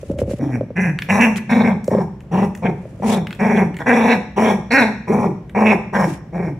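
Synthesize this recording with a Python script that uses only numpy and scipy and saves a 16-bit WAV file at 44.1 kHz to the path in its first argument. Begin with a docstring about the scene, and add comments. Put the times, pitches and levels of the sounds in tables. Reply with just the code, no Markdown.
"""Fur brushes past a hand-held phone and soft bumps knock its case: puppies are play-fighting on a blanket.
Claws tick, and one puppy gives a run of short, rough growls. Its vocal folds buzz on a low note
while loose tissue flutters against them; throat, mouth and muzzle shape the buzz, and breath adds rasp.
The small room rings briefly after each growl, and a low rumble lies under everything."""
import sys
import numpy as np
from scipy import signal
from scipy.fft import rfft, irfft, next_fast_len
from scipy.io import wavfile
from scipy.ndimage import uniform_filter1d, minimum_filter1d, map_coordinates

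SR = 44100
rng = np.random.default_rng(int(sys.argv[2]) if len(sys.argv) > 2 else 0)


def persist_wave(psi):
    """Save psi, clipped to +-1, as 16-bit WAV."""
    counts = np.round(np.clip(psi, -1, 1) * 32767).astype(np.int16)
    wavfile.write(sys.argv[1], SR, np.atleast_2d(counts).T)


N = 290619

# tone colour of the quiet room and of the fur's hiss: (frequency [Hz], relative level [dB])
RUMBLE_COLOUR = [(25, -23), (40, -18), (60, 0), (80, -7), (122, 0), (170, -2), (260, -13), (500, -17),
                 (1000, -31), (2400, -39), (4000, -49), (15000, -62)]
FUR_COLOUR = [(500, -39), (1000, -10), (2500, -5), (4000, -13.5), (7000, -10.5), (10500, -14.5),
              (15000, -30)]
# how alike left and right are in sound from all around: (frequency [Hz], likeness [0-1])
STEREO_LIKENESS = [(220, .99), (500, .85), (1500, .55), (3000, .2), (10000, .1)]
# fur brushing past: (time [s], hiss level [dB], relative rubbing level [dB])
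BRUSHES = [(0.0, -55.5, -61), (0.116, -52.5, -12.5), (0.17, -69, -23), (0.188, -44.5, -15),
           (0.224, -46, -17), (0.242, -71.5, -18.5), (0.308, -40.5, -12.5), (0.368, -58, -27.5),
           (0.391, -53, -24)]
# fur sliding on the blanket: (time [s], half length [s], level [dB])
BLANKET_SWISHES = [(1.376, 0.011, -29.5), (2.942, 0.21, -60.5), (3.114, 0.048, -29), (6.101, 0.055, -40.5)]
# soft bumps on the phone: (time [s], relative ring level [dB], relative thud level [dB])
PHONE_BUMPS = [(0.031, -22, -72), (0.099, -46, -22), (0.111, -20, -45), (0.138, -28, -34),
               (0.19, -14.5, -32), (0.217, -8, -26), (0.236, -19.5, -33), (0.278, -27, -35),
               (0.296, -18, -38), (0.312, -14.5, -43), (0.335, -22, -24), (0.395, -20, -34),
               (0.418, -23, -30), (0.61, -11, -27.5), (0.632, -24, -34), (0.705, -21.5, -36.5),
               (1.881, -6.5, -26.5), (1.915, -9.5, -23.5), (1.949, -6, -27), (1.985, -8.5, -27),
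               (2.854, -25.5, -48), (2.999, -25, -41)]
# stretches when the grip on the phone shifts: (start [s], end [s])
GRIP_SHIFTS = [(.56, .74), (2.779, 3.6)]
# the hollow ring of the phone's case: (frequency [Hz], width [Hz], relative level [dB])
CASE_RESONANCES = [(507, 132, 0), (611, 122, -8.5), (414, 99, -3.5)]
# claw and mouth ticks: (time [s], relative bright level [dB], relative dull level [dB])
CLAW_AND_MOUTH_TICKS = [(0.187, -30, -27.5), (0.9878, -45, -14), (1.021, -43, -14), (1.211, -16, -18),
                        (1.3592, -26.5, -20), (1.3821, -30, -21.5), (1.8426, -26, -42.5),
                        (1.8777, -23, -38), (2.206, -40.5, -39), (2.5502, -26.5, -27.5),
                        (2.5743, -33.5, -39.5), (3.2699, -38.5, -20.5), (3.3076, -36.5, -23),
                        (3.3278, -44, -23), (3.349, -36.5, -38), (3.743, -44, -30.5), (3.7676, -28, -24),
                        (3.788, -37.5, -27), (5.4953, -42, -34.5)]
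# one growl a row: (start [s], hold [s], release [s], base pitch [Hz], glide over the hold [Hz],
# chest tone [dB], throat [dB], mouth [dB], muzzle [dB], snarl [dB], rasp [dB],
# brightening over the hold [dB], octave against the chest tone [dB], roughness [0-1],
# flutter depth [0-1], snarl resonance [Hz], throat resonance shift [%], mouth resonance shift [%])
PUPPY_GROWLS = [ (0.388, 0.19, 0.038, 127.1, -14.5, -25.5, -34, -50, -55.5, -64, -59, -9, 0.5, 0.65, 0.28, 3220, -17, 1),
                (0.754, .14, 0.075, 176.1, -10, -15.5, -32, -25.5, -32.5, -65.5, -48.5, -2, -18, 0.31, 0.26, 3800, -1, 6.5),
                (1.083, .19, 0.13, 202.1, 42, -13, -20, -27.5, -29.5, -50, -40, -1.5, -19, 0.46, 0.17, 3630, 8, 5),
                (1.489, 0.23, 0.064, 204.5, -15.5, -12.5, -22, -32.5, -31.5, -42.5, -49, -16.5, -20, 0.54, .38, 3560, 3, -2.5),
                (1.897, 0.12, 0.087, 187.1, -5, -17.5, -25, -42, -47.5, -68, -51, -3, -14.5, 0.72, 0.35, 4360, 0, -2.5),
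                (2.309, 0.14, 0.053, 183.4, 24.5, -15, -22.5, -39, -46, -41.5, -50, 1, -13.5, 0.88, 0.32, 2640, 0.5, 1),
                (2.617, 0.082, 0.059, 179.1, -2, -17, -23.5, -44.5, -42, -59, -59.5, -1, -12.5, 0.73, .3, 3240, -6, 0),
                (3.018, 0.16, 0.086, 201.8, -23, -15.5, -22, -40, -42.5, -54.5, -48.5, 6.5, -12.5, 0.55, 0.22, 3500, -4.5, 1.5),
                (3.387, 0.24, 0.096, 194.9, -9, -14, -21.5, -29, -31, -52, -47.5, -2.5, -10.5, 0.27, 0.34, 3100, -2.5, 1),
                (3.785, .04, 0.018, 150.5, -6.5, -27.5, -29.5, -30, -49, -49, -55, 2, -3, 0.58, 0.21, 3560, 10, -2.5),
                (3.856, .295, 0.056, 216.2, -11.5, -15, -17.5, -27, -27, -42.5, -42.5, 3, -13, 0.48, 0.2, 3700, 3, 2.5),
                (4.36, .15, .11, 209.8, 1.5, -15.5, -16.5, -31, -31, -37.5, -40, 3, -10.5, 0.65, .18, 3220, -0.5, 0.5),
                (4.703, .13, 0.14, 236.9, -8, -15, -16, -20, -20.5, -30.5, -37, -3.5, -21, 0.37, 0.13, 4030, 2, -2.5),
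                (5.071, 0.19, 0.086, 190.3, -5, -16.5, -21.5, -41.5, -38.5, -75, -49.5, -5, -9.5, 0.96, 0.35, 4400, 4.5, 0.5),
                (5.544, 0.19, 0.064, 205.5, 3, -14.5, -15.5, -29, -28, -67.5, -48.5, 3, -11, 0.65, 0.1, 3400, 0.5, 1),
                (5.925, .11, 0.12, 188.3, -22, -17.5, -19, -31, -38, -53, -42.5, 9, -8.5, 0.37, 0.35, 3130, 9, -1.5),
                (6.322, 0.17, 0.076, 168.8, -10, -21.5, -29.5, -43.5, -43.5, -85, -59.5, 2, -9.5, 0.42, 0.27, 4020, -16, -1.5)]
# hard pushes within a growl:
# (time [s], half length [s], pitch lift [Hz], mouth lift [dB], muzzle lift [dB], snarl lift [dB])
HARD_PUSHES = [(0.546, 0.029, 1.2, 14.5, 19, -13), (1.1, 0.016, 2, 8, 9, 4),
               (1.235, .034, 23.6, 10, 15.5, -16), (1.684, 0.044, 3.3, 7.5, 9, -1.5),
               (2.663, 0.016, 5.75, 14.5, 12, 15), (3.13, 0.034, 1.5, -3, 0, 18.5),
               (3.579, 0.017, 5, 3.5, 5.5, 9.5), (3.894, 0.039, 25.4, 11.5, 2.5, 0),
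               (4.115, 0.031, 26.1, 5.5, 4.5, 10), (4.473, 0.019, 3.5, 1.5, 3.5, 6),
               (4.775, 0.032, 31.3, 9, 5.5, 0.5), (5.693, 0.04, 4.36, 1, 10, 26.5),
               (5.956, 0.019, 2.94, 10.5, 3, 19)]
# where the puppy's airway rings: (frequency [Hz], width [Hz], relative level [dB])
THROAT_RESONANCES = [(483, 356, 2), (780, 193, 1), (926, 250, 1.5)]
MOUTH_RESONANCES = [(1599, 294, 12.4), (1936, 167, 11.1)]
MUZZLE_RESONANCES = [(2140, 43, 0.7), (2313, 310, -1)]
LIPS_BACK_RESONANCES = [(2188, 200, -0.19), (2517, 330, -0.76)]
RASP_RESONANCES = [(5503, 360, 1), (5870, 330, -2.5), (6760, 630, -9), (7750, 630, -10.5),
                   (9420, 1340, -9.5), (12600, 3500, -25.5)]
# how much louder the puppy is at the left microphone: (frequency [Hz], left minus right [dB])
LEFT_LOUDER = [(200, .4), (550, .3), (850, 3.3), (1200, -1), (1800, -1), (2400, -4), (3500, -1),
               (10000, -.2)]
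# how far ahead its wave is at the left microphone: (frequency [Hz], phase lead [radians])
LEFT_AHEAD = [(250, -.1), (400, -.55), (600, -.2), (800, -.8), (1080, -.9), (1400, 0), (2500, .1),
              (2750, -1.1), (3100, -2.5), (3400, 0), (4100, 1.5), (4400, 1.2), (4750, 3), (5100, 3),
              (5350, 0), (6000, .3), (9500, 2.2), (10500, .7)]
# how long the room rings: (frequency [Hz], time to fade by 60 dB [s])
ROOM_FADE = [(150, 0.61), (400, 0.37), (2000, 0.57), (6000, 0.63), (14000, 0.1)]
# how strongly the room rings: (frequency [Hz], level [dB])
ROOM_LEVEL = [(110, -4), (220, -6.5), (800, -7), (2400, -9.5), (6000, -6.5), (14000, 6)]
# standing waves between the walls: (frequency [Hz], width [Hz], level [dB])
STANDING_WAVES = [(172, 41, -20.5), (117, 9.7, -20), (435, 47, -5)]

ATTACK_S, CHEST_ATTACK_S = 0.018, 0.027  # the rasp starts quickly, the chest tone builds behind it
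RELEASE_DB, CHEST_RELEASE_DB = 37, 13.5  # fall over the release
ARCH_DB, ARCH_HZ = 1, 16  # level and pitch are lower by this at both ends of the hold
SAG_HZ = 36.3  # the pitch sinks as the push runs out


def amp(db):
    """Turn decibels into a number to multiply by."""
    return 10 ** (np.asarray(db) / 20)


def unit(x):
    """Scale a sound to an average (rms) level of 1."""
    return x / np.sqrt(np.mean(x ** 2) + 1e-20)


def along(points, hz):
    """Read between the rows of a (frequency, value) table, on a log scale."""
    freqs, values = np.transpose(points)
    return np.interp(np.log(hz + 1), np.log(freqs + 1), values)


def wobble(rate, size):
    """A smooth curve through `rate` random values a second."""
    return map_coordinates(rng.standard_normal(2048), [np.arange(size) * rate / SR], mode="mirror")


def filtered(x, response):
    """Change the level and phase of each frequency in x by response(hz)."""
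    size = x.shape[-1]
    padded = next_fast_len(size + 8192)
    return irfft(rfft(x, padded) * response(np.fft.rfftfreq(padded, 1 / SR)), padded)[..., :size]


def resonate(x, modes):
    """Ring x through resonances: steep-sided bands that let their own frequencies pass."""
    def response(f):
        return sum((-1) ** k * amp(db) * (1j * f * width / (hz * hz - f * f + 1j * f * width)) ** 2
                   for k, (hz, width, db) in enumerate(modes))
    return filtered(x, response)


def shifted(modes, percent):
    """The same resonances, all moved up or down."""
    return [(hz * (1 + percent / 100), width, db) for hz, width, db in modes]


def add(track, start_s, sound):
    """Mix a sound into the track at its start time."""
    part = track[max(round(start_s * SR), 0):][:len(sound)]
    part += sound[:len(part)]


def stereo_noise(size):
    """White noise whose two sides are alike in the bass and nearly unrelated in the treble."""
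    def spread(hz):
        angle = np.arccos(np.clip(along(STEREO_LIKENESS, hz), -1, 1)) / 2
        return np.array([np.cos(angle), np.sin(angle)])
    mid, side = filtered(rng.standard_normal((2, size)), spread)
    return np.array([mid + side, mid - side])


def rumble(level_db=-37):
    """The quiet room: low noise whose level wanders slowly."""
    level = amp(level_db + 0.6 * wobble(2.79, N))
    return level * unit(filtered(stereo_noise(N), lambda hz: amp(along(RUMBLE_COLOUR, hz))))


def fur(rub_trim_db=-10):
    """Fur brushes by with a grainy hiss; the first strokes also rub dully through the phone's case."""
    times, *levels = np.transpose(BRUSHES)
    t = np.arange(N) / SR
    hiss_db, rub_db = [np.interp(t, times, db, right=-120) for db in levels]
    swishes = sum(amp(db) * np.exp(-((t - at) / half) ** 2) for at, half, db in BLANKET_SWISHES)
    stroke = (amp(hiss_db) + swishes) * amp(2.6 * wobble(130, N))
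    hiss = unit(filtered(stereo_noise(N), lambda hz: amp(along(FUR_COLOUR, hz))))
    rub = unit(resonate(rng.standard_normal(N), [(83.0, 77, 1.5), (298, 270, -15.0), (551, 82, -2)]))
    return stroke * hiss + amp(rub_db + rub_trim_db + 2.4 * wobble(70, N)) * rub


def bumps(thud_hz=95, glide_hz=420, glide_s=0.00555, fade_s=0.089):
    """Each bump rings the phone's case; its thud sinks in pitch as the soft contact spreads."""
    track, t = np.zeros(N), np.arange(SR // 8) / SR
    for start, ring_db, thud_db in PHONE_BUMPS + grip_bumps():
        stiffness = 1 + .03 * rng.normal()
        modes = [(hz * stiffness, width, db) for hz, width, db in CASE_RESONANCES]
        ring = resonate(signal.unit_impulse(len(t)), modes)
        pitch = stiffness * (thud_hz + glide_hz * np.exp(-t / glide_s))
        rise_and_fade = (1 - np.exp(-t / 0.0012)) * amp(-60 * t / fade_s)
        thud = np.sin(2 * np.pi * np.cumsum(pitch) / SR) * rise_and_fade
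        add(track, start, amp(ring_db + 1.5) * ring / np.abs(ring).max() + amp(thud_db + 12.5) * thud)
    return track


def ticks(fade_s=.022):
    """Claws and mouths make tiny dry snaps, each with a bright and a duller part."""
    track, t = np.zeros(N), np.arange(SR // 20) / SR
    for start, bright_db, dull_db in CLAW_AND_MOUTH_TICKS:
        snap = rng.standard_normal(len(t)) * amp(-60 * t / fade_s)
        bright = unit(resonate(snap, [(6050, 3700, 34), (10500, 4300, -32)]))
        dull = unit(resonate(snap, [(1980, 1310, 0)]))
        add(track, start, amp(bright_db - 26) * bright + amp(dull_db - 17.5) * dull)
    return track


def room(x, boards_db=-11, boards_fade_s=0.12, delay_samples=300):
    """Nearby boards scatter the treble at once; the room's ring follows and dies band by band."""
    hz, t, bands = signal.stft(stereo_noise(SR * 3 // 4), SR, nperseg=256)
    fade_s = along(ROOM_FADE, hz)[:, None]
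    # a longer ring starts softer, so its length does not add energy
    gain = amp(along(ROOM_LEVEL, hz))[:, None] * np.sqrt(2 * np.log(1000) / (fade_s * SR))
    tail = signal.istft(bands * gain * amp(-60 * t / fade_s), SR, nperseg=256)[1]
    size = tail.shape[1]
    early = rng.standard_normal(tail.shape) * amp(-60 * np.arange(size) / SR / boards_fade_s)
    early = filtered(early / np.linalg.norm(early[0]), lambda f: 1j * f / (1500 + 1j * f))  # bass cut
    echoes = np.pad(tail, ((0, 0), (delay_samples, 0)))[:, :size] + amp(boards_db) * early
    return signal.fftconvolve(x[None], echoes, axes=1)[:, :N]


def growl_shape(row, t, rasp_share=0.45):
    """A growl rises, holds and fades, with pushes on top: gives pitch [Hz] and six levels [dB]."""
    start, hold, release, base_hz, glide, chest, throat, mouth, muzzle, snarl, rasp, brighten = row[:12]
    across = np.clip((t - start) / hold, 0, 1) - .5  # -0.5 to 0.5 over the hold
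    arch = (2 * across) ** 2
    spent = np.maximum(t - start - hold, 0) / release  # 0 to 1 over the release
    onset_db = lambda attack: 20 * np.log10(np.clip((t - start) / attack, 1e-3, 1))
    lift_hz, mouth_lift, muzzle_lift, snarl_lift = sum(
        np.outer(lifts, np.exp(-((t - at) / half) ** 4)) for at, half, *lifts in HARD_PUSHES)
    effort = onset_db(ATTACK_S) - ARCH_DB * arch - RELEASE_DB * spent
    bright = effort + brighten * across
    return (base_hz + glide * across + ARCH_HZ * (.5 - arch) - SAG_HZ * spent + lift_hz,
            chest + onset_db(CHEST_ATTACK_S) - ARCH_DB * arch - CHEST_RELEASE_DB * spent,
            throat + effort,
            mouth + bright + mouth_lift,
            muzzle + bright + muzzle_lift,
            snarl + bright + snarl_lift,
            rasp + bright + rasp_share * muzzle_lift)


def vocal_folds(cycles, rough, scatter_db=5.5, puff_db=7, noise_share=0.83):
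    """Each time the vocal folds close, they give a pulse of uneven size and a puff of rushing air."""
    closures = np.flatnonzero(np.diff(np.floor(cycles)) > 0)
    pulses = np.zeros(len(cycles))
    pulses[closures] = amp(scatter_db * rough[closures] * rng.standard_normal(256)[:len(closures)])
    puffs = rng.standard_normal(len(cycles)) * amp(puff_db * np.cos(2 * np.pi * cycles))
    share = np.clip(noise_share * rough, 0, 1)
    return np.sqrt(1 - share) * unit(pulses) + np.sqrt(share) * unit(puffs)


def breath(cycles, modes, fall, wander, puff_db=4):
    """Air hisses once a cycle through resonances that wander, and sink as the jaw closes."""
    size = len(cycles)
    speed = np.exp(np.linspace(fall, -fall, size) + wander * wobble(16, size))
    hiss = resonate(rng.standard_normal(2 * size), modes)
    hiss = map_coordinates(hiss, [np.cumsum(speed)], mode="mirror")  # read slower, it sounds lower
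    return unit(hiss * amp(puff_db * np.cos(2 * np.pi * cycles) + 2.64 * wobble(48.6, size)))


def growl(row, flutter_hz=25.286, jitter=.085, drag=0.29, lips_back_db=-23, undertone_db=-25,
          snarl_width_hz=550):
    """One growl: the vocal folds buzz at the pitch while loose tissue flutters against them."""
    start, hold, release, *_ = row
    brighten_db, octave_db, rough, flutter, snarl_hz, throat_shift, mouth_shift = row[11:]
    t = np.arange(start, start + hold + release, 1 / SR)
    size = len(t)
    pitch, chest_db, throat_db, mouth_db, muzzle_db, snarl_db, rasp_db = growl_shape(row, t)
    # a hard push steadies the folds, draws the lips back and lifts the muzzle's resonances
    lips_back = .5 + .5 * np.tanh((muzzle_db - lips_back_db) / 4)
    rough = rough * (1 - lips_back / 2)
    # each flap of the tissue chokes the tone briefly and drags on its pitch
    flap = -flutter * np.cos(2 * np.pi * np.cumsum(flutter_hz * (1 + .06 * wobble(20, size))) / SR)
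    choke = unit(1 - flap - 2 * flap ** 2)
    cycles = np.cumsum(pitch * (1 - drag * flap + jitter * rough * wobble(170, size))) / SR
    tone = np.cos(2 * np.pi * cycles)
    tone += amp(octave_db + 5.1 * wobble(87.7, size)) * np.sin(4 * np.pi * cycles)
    # every other closure is weaker, which adds a faint tone an octave below
    tone += amp(undertone_db + 3.4 * wobble(40, size)) * np.cos(np.pi * cycles)
    voice = amp(chest_db) * np.sqrt(2) * tone * choke
    buzz = vocal_folds(cycles, rough) * amp(wobble(51.0, size) - 2 * flap)
    ring = lambda modes, shift: unit(resonate(buzz, shifted(modes, shift)))
    voice += amp(throat_db) * ring(THROAT_RESONANCES, throat_shift)
    voice += amp(mouth_db) * ring(MOUTH_RESONANCES, mouth_shift)
    relaxed = np.sqrt(1 - lips_back) * ring(MUZZLE_RESONANCES, mouth_shift)
    bared = np.sqrt(lips_back) * ring(LIPS_BACK_RESONANCES, mouth_shift)
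    voice += amp(muzzle_db) * unit(relaxed + bared)
    # in a growl that dims the jaw closes, and the snarl resonance sinks
    jaw_fall = np.clip(-.02 * brighten_db, -.15, .15)
    snarl = breath(cycles, [(snarl_hz, snarl_width_hz, 0)], fall=jaw_fall, wander=0.041)
    rasp = breath(cycles, shifted(RASP_RESONANCES, mouth_shift / 2), fall=0.00615, wander=0.012)
    voice += amp(snarl_db) * snarl + amp(rasp_db) * rasp
    return voice * np.minimum((t[-1] - t) / .015, 1)  # a short fade avoids a click


def puppy():
    """The run of growls, a little different in level and phase at the phone's two microphones."""
    track = np.zeros(N)
    for row in PUPPY_GROWLS:
        add(track, row[0], growl(row))
    left = lambda hz: amp(along(LEFT_LOUDER, hz) / 2) * np.exp(1j * along(LEFT_AHEAD, hz) / 2)
    return filtered(track, lambda hz: np.array([left(hz), 1 / left(hz)]))


def grip_bumps(gap_s=0.021, ring_db=-43, thud_db=-48):
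    """The shifting grip makes faint bumps at uneven moments: extra rows for bumps()."""
    times = np.concatenate([np.arange(start, end, gap_s) for start, end in GRIP_SHIFTS])
    return [(at + gap_s * late / 2, ring_db + 4 * force, thud_db + 4 * force)
            for at, (late, force) in zip(times, rng.uniform(-1, 1, (64, 2)))]


def scene():
    """Growls and ticks sound into the room; bumps and fur are right at the phone."""
    direct = puppy() + ticks()
    mono = direct.mean(axis=0)
    return direct + room(mono) + resonate(mono, STANDING_WAVES) + bumps() + fur() + rumble()


def record(dry, top_hz=15700):
    """The phone turns down peaks that would pass full scale and cuts off the highest treble."""
    needed = 1 / np.maximum(np.abs(dry).max(axis=0), 1)
    gain = uniform_filter1d(minimum_filter1d(needed, size=256), size=256)
    return filtered(dry * gain, lambda hz: hz < top_hz)


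dry = scene()
out = record(dry)
persist_wave(out)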